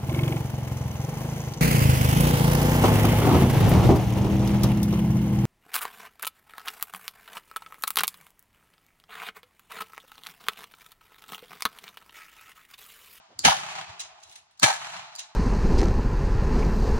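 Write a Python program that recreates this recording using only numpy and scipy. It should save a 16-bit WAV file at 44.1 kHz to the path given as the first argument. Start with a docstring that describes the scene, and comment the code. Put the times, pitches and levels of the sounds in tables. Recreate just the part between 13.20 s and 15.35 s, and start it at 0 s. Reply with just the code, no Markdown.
"""A dying tail of an earlier shot, then a hammer click and a pump shotgun blast on an outdoor range.
The gun fires twice: a shock crack, a rush of noise, a low boom, slaps off a long wall and the ground.
Trees on the facing slope scatter each shot into a rolling tail with distinct echoes.
Between the shots the steel slide is racked and a brass shell clinks; the slide clacks again at the end.
Dull bumps and quiet air lie underneath. A fast limiter holds the blasts down."""
import sys
import numpy as np
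from scipy import signal
from scipy.fft import rfft, irfft
from scipy.io import wavfile
from scipy.ndimage import uniform_filter1d, minimum_filter1d

SR = 44100
rng = np.random.default_rng(int(sys.argv[2]) if len(sys.argv) > 2 else 0)


def materialize(psi):
    """Save the field psi as 16-bit PCM at rate SR to the path in sys.argv[1].

    A 1-D psi becomes a single channel; in a 2-D psi each row is a channel.
    """
    bounded = np.clip(np.atleast_2d(psi).T, -1, 1)
    quanta = np.round(bounded * 32767).astype(np.int16)
    wavfile.write(sys.argv[1], SR, quanta)


N = 94815
T = np.arange(N) / SR
HZ = np.maximum(np.arange(N // 2 + 1) * SR / N, 1)
LOG_HZ = np.log(HZ)

# shots: t/s, blast gain/dB, tail gain/dB, front length/s
SHOTS = [(0.2497, 1.5, -0.5, 0.013), (1.431, -1.5, -2.5, 0.0174)]

# tree scatter spectrum: f/Hz, level/dB
TAIL_COLOUR = [(35, -106), (85, -87.5), (130, -80), (185, -79), (250, -103), (300, -101), (370, -85.5),
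               (520, -107.5), (640, -69), (950, -70.5), (1600, -73.5), (2800, -74.5), (4400, -78),
               (5300, -81), (6600, -80), (9000, -85), (12000, -94), (13500, -113), (15500, -116)]
# tail decay: f/Hz, t60/s
TAIL_T60_S = [(80, 0.74), (350, 1.57), (750, 1.72), (2000, 1.256), (5000, 1.4), (12000, 0.42)]
# side-to-mid balance used for tails, slaps, echoes, air; top treble in opposite phase: f/Hz, ratio/dB
TAIL_SIDE_DB = [(60, -27), (170, -12), (380, -9), (700, -1), (2000, -0.5), (4000, 4.5), (7700, 4.5),
                (8900, 38.5), (12500, 42), (14500, 6.5)]
# slope colouring, one list per shot: f/Hz, width/Hz, gain/dB
TAIL_PEAKS = [
    [(450, 130, 9.5), (860, 80, 3), (1570, 80, -1.5), (2570, 150, 5), (3450, 120, -2), (5100, 90, -5)],
    [(289, 120, -9.5), (496, 130, -3.5), (876, 60, 4.5), (1750, 50, 1), (3100, 47, -1.5), (3450, 120, -2.5),
     (4080, 110, 6.5), (4930, 150, -9)],
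]
# outdoor air spectrum: f/Hz, level/dB
AIR_COLOUR = [(30, -114), (110, -103), (270, -116), (500, -116), (750, -102), (2000, -106), (4500, -106),
              (6500, -111), (10000, -123), (15000, -140)]
# dull bumps: t/s, f/Hz, level/dB, half-length/s
BUMPS = [(0.12, 260, -88, 0.028), (0.123, 620, -85.5, 0.022), (0.205, 270, -80.5, 0.018),
         (0.2, 90, -79, 0.06), (0.286, 75, -56, 0.016), (0.385, 150, -74.5, 0.062), (0.705, 85, -71, 0.025),
         (0.842, 76, -84, 0.024), (0.928, 70.6, -90.5, .03), (1.082, 88, -86, 0.025),
         (1.1, 373, -96, 0.022), (1.204, 101, -94.5, 0.023)]

# hammer and slide-lock clicks: t/s, level/dB, build-up/s
CLICKS = [(.1928, 1, 0.0012), (1.3995, -9, 0.0019), (1.954, -12, 0.0016), (1.962, -11, 0.0014)]
# click spectrum: f/Hz, level/dB
CLICK_COLOUR = [(150, -86.5), (700, -79), (1300, -68.5), (2300, -79), (3800, -67.5), (4650, -52.5),
                (5400, -63.5), (6950, -59), (7800, -58.5), (11500, -62.5), (16000, -84)]
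# steel receiver modes: f/Hz, level/dB, t60/s
RECEIVER_MODES = [(1340, -59.5, 0.13), (4660, -54.5, 0.042), (4500, -40.5, .09), (7170, -38, 0.06)]
# side-to-mid balance used for clicks and slide; left and right opposed near 9 kHz: f/Hz, ratio/dB
ACTION_SIDE_DB = [(100, 2.5), (700, -0.5), (4000, 1), (7400, 4.5), (9000, 36), (12000, 15.5), (14500, 1)]
# treble lost off the surroundings: f/Hz, gain/dB
ANSWER_LOSS = [(7500, -0.5), (9000, -8.5), (15000, -17.5)]

# shock front spectrum: f/Hz, level/dB
CRACK_COLOUR = [(200, -86.5), (1000, -55.5), (3000, -55), (8000, -52), (12000, -66), (15500, -85)]
# muzzle blast spectrum: f/Hz, level/dB
BLAST_COLOUR = [(30, -76), (100, -60.5), (240, -50.5), (430, -53.5), (600, -46), (800, -45), (1080, -55),
                (1330, -52.5), (2000, -50.5), (3100, -50.5), (5300, -54.5), (6800, -52.5), (9000, -52.5),
                (12000, -68), (15500, -77.5)]
# blast decay: f/Hz, t60/s
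BLAST_T60_S = [(60, 0.056), (200, 0.14), (420, 0.073), (750, 0.36), (2000, 0.3), (5000, 0.32), (12000, 0.3)]
# side-to-mid balance used for blasts and cracks; left and right opposed at 8-14 kHz: f/Hz, ratio/dB
BLAST_SIDE_DB = [(60, -4.5), (160, -8), (280, -1.5), (600, 7.5), (1100, 1.5), (2000, 2), (4000, 1.5),
                 (7600, 4.5), (8800, 39), (13000, 64), (14500, -9.5)]
# peaks and notches from near reflections, one list per shot: f/Hz, width/Hz, gain/dB
BLAST_PEAKS = [
    [(427, 48, 2.5), (763, 50, 2), (830, 31, 2.5), (1220, 82, -6), (1278, 21, 12.5), (1440, 33, 9),
     (1610, 94, 3.5), (1730, 74, 9), (2303, 43, 2.5), (2530, 120, -2), (3064, 170, 8), (3640, 30, 5),
     (3810, 28, 6.5), (4770, 26, 5.5), (6200, 56, 10.5), (7560, 1700, -9)],
    [(630, 26, 9), (943, 56, 9.5), (1290, 27, 14.5), (1450, 52, -9), (1565, 52, 13), (1708, 48, 13),
     (1910, 86, 4), (2316, 43, 12.5), (3000, 94, -10), (3090, 17, 15), (3790, 27, 10.5), (4230, 86, 10),
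     (4500, 36, 5), (5280, 90, -20), (5550, 60, 8.5), (5900, 32, 11.5), (6300, 26, 12), (7100, 50, -3)],
]
# low pressure swings: t/s, f/Hz, level/dB, swell/s
BOOMS = [(0.253, 243, -22, 0.0056), (.262, 62.5, -39.5, .012), (0.267, 165, -29, 0.0092),
         (1.4359, 316, -24, 0.0025), (1.4406, 116, -25, 0.0045)]

# wall and ground reflections: t/s, level/dB, t60/s
SLAPS = [(.278, 0, 0.049), (.2845, 2.5, 0.046), (.318, -2, 0.13), (.554, -17, 0.095), (.58, -18.5, 0.17),
         (1.4455, -1.5, .03), (1.461, -7, 0.19), (1.48, -5, 0.065), (1.5, -6, 0.12)]
# slap spectrum: f/Hz, level/dB
SLAP_COLOUR = [(200, -93.5), (500, -69), (780, -39), (1200, -51.5), (3000, -64), (8000, -69.5),
               (15000, -91)]
# shock returns off flat surfaces: t/s, peak/dB
PULSES = [(0.2783, -16), (0.2858, -24), (.4880, -30.5), (0.6138, -30.5), (1.4338, -12.5), (1.6704, -33)]
# distinct slope echoes: t/s, level/dB re tree scatter, t60/s
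ECHOES = [(.433, 7, .05), (.464, 6, 0.029), (.4875, 10.5, 0.011), (.493, 3, 0.098), (.553, 3, 0.08),
          (.561, 4, .05), (.577, -1, 0.024), (.584, 2.5, 0.17), (.6125, 12.5, .014), (.618, -1.5, 0.076),
          (.644, -1.5, 0.034), (.694, -7, 0.13), (1.578, 2.5, .02), (1.615, 2.5, 0.14), (1.645, 5.5, 0.11),
          (1.669, 6, 0.034), (1.733, -1, 0.29), (1.764, 1, 0.13), (1.794, 3.5, 0.076), (1.826, -4, 0.056),
          (1.876, -16, 0.078)]
# echo spectrum re tree scatter: f/Hz, gain/dB
ECHO_TILT = [(50, -4), (170, 0.5), (400, -7), (900, 0), (3000, -1), (7000, -4)]

# slide contacts: t/s, level/dB, build-up/s
SLIDE_CONTACTS = [(.7965, -1.5, 0.0021), (.803, 1.5, 0.00064), (.812, 1.5, 0.0015), (1.002, -23, 0.0014),
                  (1.0372, -14, 0.0057), (1.116, -22, 0.054), (1.129, -16, 0.0044), (1.16, -10, 0.0041),
                  (1.3774, -24.5, 0.0017), (1.988, -2.5, 0.0043), (1.995, 3, 0.0037), (2.003, -8, .001)]
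# slide spectrum: f/Hz, level/dB
SLIDE_COLOUR = [(150, -105), (480, -100), (700, -83.5), (1200, -83.5), (2000, -78.5), (3500, -73),
                (6500, -72.5), (9000, -71.5), (12000, -93), (15500, -88.5)]
# steel slide and bolt resonances: f/Hz, width/Hz, gain/dB
SLIDE_PEAKS = [(805, 85, 8.5), (2800, 94, 8), (3760, 93, 6.5), (3950, 40, 5), (3980, 60, 10),
               (4560, 200, -3), (5400, 60, 6), (6000, 140, 6.5), (6530, 110, 8.5)]
# shell flung out, next one lifted: t/s, level/dB, build-up/s
SHELL_TICKS = [(1.039, -8.5, 0.00037), (1.116, -8, .003), (1.127, -6, .001), (1.160, 0.5, 0.00091),
               (1.311, -16, .0005)]
# shell tick spectrum: f/Hz, level/dB
SHELL_COLOUR = [(700, -100), (2000, -82.5), (3500, -82), (7000, -91), (9500, -71.5), (12500, -92.5),
                (15500, -92)]
# side-to-mid balance used for ticks; left and right opposed near 10 kHz: f/Hz, ratio/dB
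SHELL_SIDE_DB = [(700, 2), (7000, 3), (10000, 21), (15000, 0)]
# brass modes: f/Hz, level/dB, t60/s
BRASS_MODES = [(3490, -50.5, 0.072), (4100, -53, 0.085), (4150, -55, .05), (5400, -64, .06),
               (7960, -52, .04), (9453, -67, .04)]


def from_db(db):
    """Decibels to gain."""
    return np.exp(np.asarray(db) * (np.log(10) / 20))


def at_hz(points):
    """Table interpolated over log frequency."""
    hz, value = np.transpose(points)
    return np.interp(LOG_HZ, np.log(hz), value)


def resonances(peaks):
    """Lorentzian peaks and notches, in dB."""
    return sum(db / (1 + (2 * (HZ - hz) / width_hz) ** 2) for hz, width_hz, db in peaks)


def drift(rate_hz):
    """Random wander, spread near 1."""
    return np.interp(T * rate_hz, np.arange(N // 10), rng.standard_normal(N // 10))


def decay(start_s, t60_s):
    """Sudden start, exponential fall."""
    out = np.zeros(N)
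    span = slice(*np.searchsorted(T, [start_s, start_s + 2 * t60_s]))
    out[span] = from_db(-60 * (T[span] - start_s) / t60_s)
    return out


def hits(rows, t60_s):
    """Power sum of equally fast decays."""
    return np.sqrt(sum((from_db(db) * decay(start_s, t60_s)) ** 2 for start_s, db, *_ in rows))


def smear(envelope):
    """Edges softened over 1.5 ms."""
    return uniform_filter1d(envelope, 64)


def scatter(colour, side_db, rough=0, lift_db=0, envelope=1):
    """Coloured stereo noise; rough makes its grains uneven."""
    white = rng.standard_normal((2, N)) * np.exp(rough * drift(1500))
    gain = from_db(at_hz(colour) + lift_db) * np.sqrt(SR / 2)
    mid, side = rfft(envelope * white / white.std()) * gain
    side_gain = from_db(at_hz(side_db))
    left_right = np.array([mid + side_gain * side, mid - side_gain * side])
    return irfft(left_right / np.sqrt(1 + side_gain ** 2), N)


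def fade_bands(sound, hold_until_s, band_t60s):
    """Overlapping bands hold, then each dies at its own rate."""
    spectrum, out = rfft(sound), 0
    for centre_hz, t60_s in band_t60s:
        share = at_hz([(hz, float(hz == centre_hz)) for hz, _ in band_t60s])
        envelope = (T < hold_until_s) + decay(hold_until_s, t60_s)
        out = out + irfft(spectrum * share, N) * envelope
    return out


def tail(start_s, db, lift_db=0, rise_s=0.074, hold_s=0.29, flutter_db=1.5):
    """Trees return one shot: swell, level roll, long fade."""
    swell = from_db(db - flutter_db * drift(70)) * np.clip((T - start_s) / rise_s, 0, 1)
    roll = scatter(TAIL_COLOUR, TAIL_SIDE_DB, rough=0.033, lift_db=lift_db, envelope=swell)
    return fade_bands(roll, start_s + hold_s, TAIL_T60_S)


def tails():
    """Tree scatter of the earlier shot and of both blasts."""
    out = tail(start_s=-0.74, db=0)
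    for (start_s, _, db, _), peaks in zip(SHOTS, TAIL_PEAKS):
        out += tail(start_s, db, resonances(peaks))
    return out


def air():
    """Quiet, steady outdoor hiss."""
    return scatter(AIR_COLOUR, TAIL_SIDE_DB)


def bumps(width_octaves=0.75):
    """Short, soft swells of low noise, each around its own pitch."""
    white, out = rfft(rng.standard_normal(N)) * np.sqrt(SR / 2), 0
    for centre_s, hz, db, half_s in BUMPS:
        octaves = np.log2(HZ / hz)
        band = 1 / (1 + (octaves / width_octaves) ** 2) ** 2
        swell = np.exp(-np.minimum(((T - centre_s) / half_s) ** 2, 20))
        out = out + from_db(db) * swell * irfft(white * band, N)
    return out


def knocks(rows, t60_s):
    """Hard-contact envelope: scraping build-up, short crack."""
    build_up = sum(from_db(db) * (T < hit_s) * np.exp(np.clip((T - hit_s) / build_s, -20, 0))
                   for hit_s, db, build_s in rows)
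    return np.hypot(build_up, hits(rows, t60_s))


def answer(rows, colour, side_db, db, t60_s, lift_db=0):
    """The surroundings return each contact, weaker and duller."""
    duller = scatter(colour, side_db, lift_db=lift_db + at_hz(ANSWER_LOSS))
    return from_db(db) * hits(rows, t60_s) * duller


def ringing(rows, modes):
    """Struck metal: every contact rings every mode."""
    return sum(from_db(db) * hits(rows, t60_s) * np.sin(2 * np.pi * (hz * T + rng.random((2, 1))))
               for hz, db, t60_s in modes)


def hammer():
    """Hammer and slide lock click; the steel receiver rings."""
    click = knocks(CLICKS, t60_s=0.0041) * scatter(CLICK_COLOUR, ACTION_SIDE_DB, rough=0.1)
    returned = answer(CLICKS, CLICK_COLOUR, ACTION_SIDE_DB, db=-16, t60_s=0.35)
    return click + returned + ringing(CLICKS, RECEIVER_MODES)


def cracks():
    """Bright snap of each shock front."""
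    return hits(SHOTS, t60_s=0.064) * scatter(CRACK_COLOUR, BLAST_SIDE_DB, rough=0.091)


def blasts(rise_db_per_s=1996.5, foot_db=-5, front_db=2, hold_s=0.0011, flutter_db=2.5):
    """Muzzle blasts coloured by near reflections: steep rise, raised front, fluttering decay."""
    out = 0
    for (start_s, db, _, front_s), peaks in zip(SHOTS, BLAST_PEAKS):
        age_s = T - start_s
        rush = scatter(BLAST_COLOUR, BLAST_SIDE_DB, rough=0.3, lift_db=resonances(peaks))
        step_db = smear(np.select([age_s < 0, age_s < front_s], [foot_db, front_db], 0.0))
        rise = from_db(db + step_db + rise_db_per_s * np.clip(age_s, -0.5, 0))
        flutter = from_db(flutter_db * drift(300) * (age_s > front_s))
        out = out + rise * flutter * fade_bands(rush, start_s + hold_s, BLAST_T60_S)
    return out


def booms():
    """Low pressure swings of the blasts: a few cycles swell and die."""
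    out = np.zeros(N)
    for start_s, hz, db, swell_s in BOOMS:
        span = slice(*np.searchsorted(T, [start_s, start_s + 20 * swell_s]))
        age_s = T[span] - start_s
        swell = age_s / swell_s * np.exp(1 - age_s / swell_s)
        out[span] += from_db(db) * swell * np.sin(2 * np.pi * hz * age_s)
    return out


def reflections(rows):
    """Joint envelope of echoes, onsets smeared by rough surfaces."""
    power = sum((from_db(db) * decay(start_s, t60_s)) ** 2 for start_s, db, t60_s in rows)
    return smear(np.sqrt(power))


def slaps():
    """Wall and ground throw the blasts back."""
    return scatter(SLAP_COLOUR, TAIL_SIDE_DB, rough=0.26, envelope=reflections(SLAPS))


def pulses(band_hz=(800, 3500)):
    """Flat surfaces return the shock as one sharp pulse."""
    band = signal.butter(2, band_hz, "band", fs=SR, output="sos")
    snap = signal.sosfilt(band, signal.unit_impulse(SR // 100))
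    train = np.zeros(N)
    for start_s, db in PULSES:
        train[int(start_s * SR)] = from_db(db)
    return np.convolve(train, snap / np.abs(snap).max())[:N]


def echoes():
    """Distinct returns from the slope stand out of the tails."""
    envelope = reflections(ECHOES)
    return scatter(TAIL_COLOUR, TAIL_SIDE_DB, rough=0.27, lift_db=at_hz(ECHO_TILT), envelope=envelope)


def slide():
    """The fore-end clatters back and the action closes, steel on steel."""
    steel_db = resonances(SLIDE_PEAKS)
    clatter = scatter(SLIDE_COLOUR, ACTION_SIDE_DB, rough=0.63, lift_db=steel_db)
    returned = answer(SLIDE_CONTACTS, SLIDE_COLOUR, ACTION_SIDE_DB, db=-7, t60_s=0.24, lift_db=steel_db)
    return knocks(SLIDE_CONTACTS, t60_s=0.03) * clatter + returned


def shells():
    """Shells tick through the action; their brass clinks."""
    tick = knocks(SHELL_TICKS, t60_s=0.0067) * scatter(SHELL_COLOUR, SHELL_SIDE_DB, rough=0.33)
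    returned = answer(SHELL_TICKS, SHELL_COLOUR, SHELL_SIDE_DB, db=-4.5, t60_s=0.21)
    return tick + returned + ringing(SHELL_TICKS, BRASS_MODES)


def scene():
    """The gun and its echoes over quiet air."""
    background = tails() + air() + bumps()
    firing = hammer() + cracks() + blasts() + booms()
    returns = slaps() + pulses() + echoes()
    return background + firing + returns + slide() + shells()


def record(dry, ceiling=0.9, limiter_s=0.0008, stopband_hz=17000):
    """Fast peak limiter, then a steep low-pass."""
    window = int(limiter_s * SR)
    allowed_gain = ceiling / np.maximum(np.abs(dry).max(axis=0), ceiling)
    gain = uniform_filter1d(minimum_filter1d(allowed_gain, window), window)
    low_pass = signal.cheby2(14, 70, stopband_hz, fs=SR, output="sos")
    return signal.sosfilt(low_pass, dry * gain)


dry = scene()
out = record(dry)
materialize(out)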